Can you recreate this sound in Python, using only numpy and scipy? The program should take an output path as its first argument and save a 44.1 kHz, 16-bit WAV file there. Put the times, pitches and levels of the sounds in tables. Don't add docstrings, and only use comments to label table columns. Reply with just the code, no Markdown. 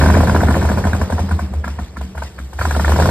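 import sys
import numpy as np
from scipy import signal
from scipy.fft import rfft, irfft
from scipy.io import wavfile
from scipy.ndimage import uniform_filter1d

SR = 44100
rng = np.random.default_rng(int(sys.argv[2]) if len(sys.argv) > 2 else 0)


def store_pcm(level_fs):
    pcm = np.round(np.clip(level_fs, -1, 1) * 32767).astype(np.int16)
    wavfile.write(sys.argv[1], SR, np.atleast_2d(pcm).T)


N = 136710

# peak in seconds, level in dB, centre of the colour in Hz.
CRACK_TIMES = [(0.014, -14.5, 1230), (0.024, -14, 880), (0.039, -14, 1000), (0.063, -11.5, 945),
               (0.088, -15.5, 844), (0.103, -12, 970), (0.143, -16, 1310), (0.153, -13.5, 1140),
               (0.17, -10.5, 754), (0.208, -15, 1000), (0.235, -14.5, 750), (0.274, -17, 1200),
               (0.283, -19.5, 940), (0.298, -13.5, 1070), (0.35, -12.5, 940), (0.364, -14, 1160),
               (0.409, -21.5, 1407), (0.417, -18, 980), (0.436, -14.5, 826), (0.476, -27, 1110),
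               (0.486, -15.5, 1170), (0.503, -21.5, 1000), (0.511, -17, 940), (0.545, -20, 1500),
               (0.555, -17, 905), (0.568, -14.5, 680), (0.619, -23, 1260), (0.627, -17, 913),
               (0.653, -16.5, 850), (0.692, -22, 1300), (0.7, -17.5, 950), (0.718, -16.5, 1000),
               (0.775, -18, 877), (0.785, -17, 870), (0.843, -20.5, 1310), (0.853, -17.5, 907),
               (0.872, -16.5, 890), (0.933, -17, 1210), (0.95, -20, 815), (1.005, -32, 910),
               (1.016, -16, 935), (1.103, -18.5, 870), (1.125, -19.5, 1040), (1.184, -22.5, 980),
               (1.194, -18, 768), (1.293, -27, 1020), (1.314, -19, 1040), (1.395, -20, 980),
               (1.538, -29.5, 880), (1.645, -21, 1340), (1.68, -23, 1200), (1.791, -25, 1010),
               (1.799, -31, 932), (1.94, -47, 1100), (1.971, -27, 1317), (2.014, -27.5, 890),
               (2.155, -31, 895), (2.18, -26.5, 1285), (2.225, -21.5, 1000), (2.355, -52, 1100),
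               (2.389, -28.5, 1530), (2.533, -31, 944), (2.592, -20.5, 1160), (2.616, -16, 1230),
               (2.655, -15.5, 1100), (2.711, -15.5, 1160), (2.752, -19.5, 1160), (2.766, -18, 796),
               (2.798, -15, 1050), (2.848, -15.5, 1300), (2.881, -15.5, 1040), (2.895, -15.5, 828),
               (2.921, -13, 1059), (2.963, -15, 960), (2.991, -15, 820), (3.001, -11, 900),
               (3.025, -14, 1080), (3.058, -13, 890), (3.091, -13, 930)]
# time in seconds, steady hiss in dB, roar in dB,
# tilt of all the hiss in dB per octave.
BACKGROUND = [(0, -30, -12, 0.6), (1.001, -52, -23, 0.5), (1.801, -55, -38, -1), (2.56, -50, -39.5, 1.3),
              (2.615, -35, -27.5, 1), (2.8, -36, -25, 1.5), (3.1, -31, -14, 1)]


def amp(db):
    return 10 ** (np.asarray(db) / 20)


def evened(x):
    return x / np.sqrt(np.mean(x ** 2) + 1e-20)


def read(points, hz):
    f, value = np.transpose(points)
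    return np.interp(np.log(hz + 1), np.log(f + 1), value)


def add(mix, start_s, sound):
    at = round(start_s * SR)
    sound = sound[max(-at, 0):]
    part = mix[max(at, 0):][:len(sound)]
    part += sound[:len(part)]


def coloured(points, count):
    hz = np.fft.rfftfreq(count, 1 / SR)
    spectrum = rfft(rng.standard_normal((2, count))) * amp(read(points, hz))
    return evened(irfft(spectrum, count))


def swell(t, rise, fall):
    rising = np.exp(-(t / rise - 3) ** 2 / 2)
    falling = np.exp(-(t - 3 * rise) / fall)
    return np.where(t < 3 * rise, rising, falling)


def along(column):
    rows = np.array(BACKGROUND)
    return amp(np.interp(np.arange(N) / SR, rows[:, 0], rows[:, column]))


def puffs(level_db, fall_s):
    RISE_S = 0.002
    FOLLOW = 0.67
    t, power = np.arange(12000) / SR, np.zeros(N)
    for peak_s, db, _ in CRACK_TIMES:
        puff = amp(level_db + FOLLOW * db) * swell(t, RISE_S, fall_s)
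        add(power, peak_s - 3 * RISE_S, puff ** 2)
    return power


def patchy(pair):
    PATCHY_DB, PIVOT_HZ = 2.5, 4040
    hz, t, z = signal.stft(pair, SR, nperseg=256)
    lumps = rng.standard_normal(z.shape[1:])
    lumps = uniform_filter1d(lumps, size=2, axis=0)
    lumps = evened(uniform_filter1d(lumps, size=8, axis=1))
    rows = np.array(BACKGROUND)
    tilt = np.interp(t, rows[:, 0], rows[:, -1])
    octaves = np.log2((hz[:, None] + 1) / PIVOT_HZ)
    gain = amp(PATCHY_DB * lumps + octaves * tilt)
    return signal.istft(z * gain, SR, nperseg=256)[1][:, :N]


def hiss():
    # frequency in Hz, relative level in dB per Hz.
    hiss_spectrum = [(1200, -3.5), (2200, -3), (5000, -6), (9000, -13), (14000, -19.5)]
    # frequency in Hz, relative level in dB per Hz.
    fizz_spectrum = [(2000, -37), (5000, -3), (9000, -4.5), (14000, -11.5)]
    HISS_DB, HISS_FALL_S = -25.5, 0.084
    FIZZ_DB, FIZZ_FALL_S = -29.5, 0.016
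    FLICKER_DB = 1.2
    slow_power = puffs(HISS_DB, HISS_FALL_S) + along(column=1) ** 2
    wander = evened(uniform_filter1d(rng.standard_normal(N), size=200))
    flicker = amp(FLICKER_DB * wander)
    slow = np.sqrt(slow_power) * coloured(hiss_spectrum, N)
    fizz = np.sqrt(puffs(FIZZ_DB, FIZZ_FALL_S)) * coloured(fizz_spectrum, N)
    return patchy(flicker * (slow + fizz))


def roar():
    # frequency in Hz, relative level in dB per Hz.
    roar_spectrum = [(30, -11), (60, -6.5), (110, -5), (250, -15.5), (400, -16.5), (1000, -27),
                     (2000, -35.5), (4000, -63), (15800, -84)]
    return along(column=2) * coloured(roar_spectrum, N)


def boom():
    # peak in seconds, half width in seconds, level in dB, pitch in Hz.
    swells = [(0.011, 0.014, -15, 77), (0.069, 0.07, -11, 78), (0.127, 0.011, -13, 80),
              (0.162, 0.011, -11, 82), (0.19, 0.014, -9, 79), (0.243, 0.03, -11, 80),
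              (0.295, 0.011, -13, 85), (0.322, 0.016, -12, 78), (0.361, 0.013, -11, 82),
              (0.388, 0.014, -11, 77), (0.448, 0.031, -10, 78), (0.522, 0.027, -11, 76),
              (0.598, 0.016, -13, 76), (0.662, 0.03, -11, 77), (0.742, 0.024, -14, 75),
              (0.793, 0.014, -14, 89), (0.882, 0.03, -13, 79), (0.95, 0.013, -14, 82),
              (0.984, 0.015, -21, 76), (1.031, 0.02, -12, 81), (1.146, 0.028, -13, 83),
              (1.212, 0.014, -15, 79), (1.251, 0.03, -19, 84), (1.337, 0.034, -12, 81),
              (1.441, 0.035, -18, 74), (1.517, 0.014, -24, 67), (1.576, 0.038, -16, 76),
              (1.706, 0.064, -23, 70), (1.785, 0.011, -25, 78), (1.826, 0.018, -19, 69),
              (1.909, 0.024, -32, 71), (2.019, 0.048, -22, 69), (2.183, 0.028, -24, 72),
              (2.246, 0.038, -25, 70), (2.435, 0.062, -25, 66), (2.564, 0.02, -24, 68),
              (2.609, 0.013, -17, 77), (2.668, 0.033, -15, 77), (2.773, 0.051, -14, 71),
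              (2.838, 0.019, -18, 74), (2.874, 0.015, -11, 74), (2.927, 0.032, -10, 74),
              (3.016, 0.042, -10, 78), (3.086, 0.015, -13, 88)]
    OCTAVE_DB = -24
    WAVER = 0.009
    t = np.arange(N) / SR
    peak_s, width_s, db, hz = np.transpose(swells)
    level = sum(amp(d) * np.exp(-((t - p) / w) ** 2) for p, w, d in zip(peak_s, width_s, db))
    waver = 1 + WAVER * evened(uniform_filter1d(rng.standard_normal(N), size=900))
    cycles = np.cumsum(np.interp(t, peak_s, hz) * waver) / SR
    phase = 2 * np.pi * (cycles + rng.random())
    tone = np.sin(phase) + amp(OCTAVE_DB) * np.cos(2 * phase)
    return np.sqrt(2) * level * tone


def cracks():
    # frequency in Hz, width in Hz (heard in the rattle), level in dB.
    pipe_modes = [(518.7, 79, 4.5), (695, 260, 2.5), (971, 820, -1), (1470, 2800, 0), (1690, 49, -1),
                  (2273, 500, -4.5)]
    RISE_S, FALL_S, RATTLE_FALL_S = 0.0017, 0.003, 0.021
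    STAGGER_S, DETUNE = 0.0013, 0.071
    RATTLE_DB = -9.5
    SLAP_S, SLAP_DB = 0.011, -14
    COLOUR_OCT, WIDE = 0.5, 0.15
    LEAD_S, LEAD_BELOW_DB, LEAD_SPAN_DB = 0.006, -17, 6
    t, hz, out = np.arange(4096) / SR, np.fft.rfftfreq(4096, 1 / SR), np.zeros(N)
    f, width, mode_db = np.transpose(pipe_modes)
    pipes = (amp(mode_db) / (1 + ((hz[:, None] - f) / (width / 2)) ** 2)).sum(axis=1)
    luck = rng.uniform(-1, 1, (len(CRACK_TIMES), 3, len(f)))
    gases = rng.standard_normal((len(CRACK_TIMES), 4096))
    near_peak = slice(round(2 * RISE_S * SR), round(4 * RISE_S * SR) + 40)

    def colour(at_hz, centre):
        return np.exp(-(np.log2((at_hz + 1) / centre) / COLOUR_OCT) ** 2 / 2) + WIDE

    for (peak_s, db, centre), gas, (tune, phase, late) in zip(CRACK_TIMES, gases, luck):
        tones = np.cos(2 * np.pi * np.outer(t, f * (1 + DETUNE * tune)) + np.pi * phase)
        swells = swell(t[:, None] - STAGGER_S * late, RISE_S, FALL_S)
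        ring = tones * swells @ (amp(mode_db) * colour(f, centre))
        ring /= np.sqrt(np.mean(ring[near_peak] ** 2))
        rattle = evened(irfft(rfft(gas) * pipes * colour(hz, centre)))
        rattle = rattle * swell(t, RISE_S, RATTLE_FALL_S)
        start_s = peak_s - 3 * RISE_S
        lead_s = LEAD_S * np.clip((LEAD_BELOW_DB - db) / LEAD_SPAN_DB, 0, 1)
        add(out, start_s, amp(db) * ring)
        add(out, start_s - lead_s, amp(db + RATTLE_DB) * rattle)
        add(out, start_s + SLAP_S, amp(db + SLAP_DB) * ring)
    return out


def thumps():
    # peak in seconds, level in dB.
    thump_times = [(0.03, -9.5), (0.076, -7.5), (0.099, -8.5), (0.162, -6.5), (0.192, -10), (0.225, -16),
                   (0.288, -8.5), (0.356, -10), (0.425, -6), (0.493, -7), (0.564, -8), (0.635, -14),
                   (0.71, -9), (0.781, -13.5), (0.858, -9), (0.939, -14), (1.019, -13.5), (1.132, -11.5),
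                   (1.202, -19), (1.239, -15.5), (1.322, -16.5), (1.365, -22), (1.429, -17.5), (1.517, -25),
                   (1.67, -22), (1.796, -19.5), (1.98, -22), (2.049, -27), (2.216, -31), (2.403, -28.5),
                   (2.676, -20), (2.776, -15.5), (2.807, -17.5), (2.866, -15), (2.941, -11), (3.009, -12.5),
                   (3.036, -10.5)]
    # frequency in Hz, level in dB,
    # time to fall 60 dB in seconds.
    low_modes = [(138, -5, 0.3), (186, 9, 0.55), (236, 6, 0.35), (310, 0, 0.35)]
    RISE_S = 0.0059
    SPREAD_DB, DETUNE = 3.5, 0.011
    LOUD_RISE, LOUD_DAMP = 0.0029, 0.077
    t, out = np.arange(9000) / SR, np.zeros(N)
    luck = rng.uniform(-1, 1, (len(thump_times), len(low_modes), 2))
    softest = min(db for _, db in thump_times)
    for (peak_s, db), chances in zip(thump_times, luck):
        lift = 1 + LOUD_RISE * (db - softest)
        damp = 1 + LOUD_DAMP * (db - softest)
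        ring = np.zeros(len(t))
        for (f, mode_db, t60), (tune, loud) in zip(low_modes, chances):
            hz = f * lift * (1 + DETUNE * tune)
            envelope = swell(t, RISE_S, t60 / damp / np.log(1000))
            tone = np.sin(2 * np.pi * hz * (t - 3 * RISE_S))
            ring += amp(mode_db + SPREAD_DB * loud) * envelope * tone
        add(out, peak_s - 3 * RISE_S, amp(db) * ring / abs(ring).max())
    return out


def shop(x):
    # frequency in Hz, time to fall 60 dB in seconds.
    decay = [(100, 2.65), (500, 0.69), (2000, 0.2), (8000, 1.43)]
    SHOP_DB, GAP_S = -12, 0.011
    taps = np.zeros((2, SR))
    slots = np.arange(round(GAP_S * SR), SR - 20, 20)
    places = slots + rng.integers(0, 20, (2, len(slots)))
    signs = rng.choice([-1., 1.], (2, len(slots)))
    np.put_along_axis(taps, places, signs, 1)
    hz, t, z = signal.stft(taps, SR, nperseg=256)
    fade = amp(-60 * t / read(decay, hz)[:, None])
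    tail = signal.istft(z * fade, SR, nperseg=256)[1]
    tail = tail / np.linalg.norm(tail[0])
    return amp(SHOP_DB) * signal.fftconvolve(x[None], tail, axes=1)[:, :N]


def ports(pair):
    # frequency in Hz, left-right likeness from 0 to 1.
    likeness = [(60, 1), (300, .95), (800, .88), (1600, .85), (2800, .55), (4300, .2), (6000, .85),
                (14000, .9)]
    # frequency in Hz, lead of the left port in radians.
    low_lead = [(0, 0), (600, -.5), (1400, -.4), (2000, .5), (3000, 2.8), (5000, 1.5)]
    TREBLE_FROM_HZ = 5000
    IN_STEP_HZ, TURN_HZ = 3850, 4330
    hz, (first, second) = np.fft.rfftfreq(N, 1 / SR), rfft(pair)
    same = np.clip(read(likeness, hz), 0, 1)
    treble_lead = 2 * np.pi * (hz - IN_STEP_HZ) / TURN_HZ
    lead = np.where(hz < TREBLE_FROM_HZ, np.interp(hz, *np.transpose(low_lead)), treble_lead)
    right = same * first * np.exp(-1j * lead) + np.sqrt(1 - same ** 2) * second
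    return irfft([first, right], N)


def scene():
    low = thumps()
    bangs = np.array([cracks(), cracks()])
    room = shop(bangs[0] + low)
    bass = np.array([low + boom(), np.zeros(N)])
    return ports(bangs + room + hiss() + roar() + bass)


def record(dry):
    BASS_CUT_HZ, EDGE_HZ = 42, 14000
    CEILING = 0.95
    high_pass = signal.butter(3, BASS_CUT_HZ, "high", fs=SR, output="sos")
    cut = signal.sosfilt(high_pass, dry)
    soft = cut / (1 + (cut / CEILING) ** 4) ** .25
    low_pass = signal.firwin(511, EDGE_HZ, window=("kaiser", 9), fs=SR)
    return signal.oaconvolve(soft, low_pass[None], "same")


dry = scene()
out = record(dry)
store_pcm(out)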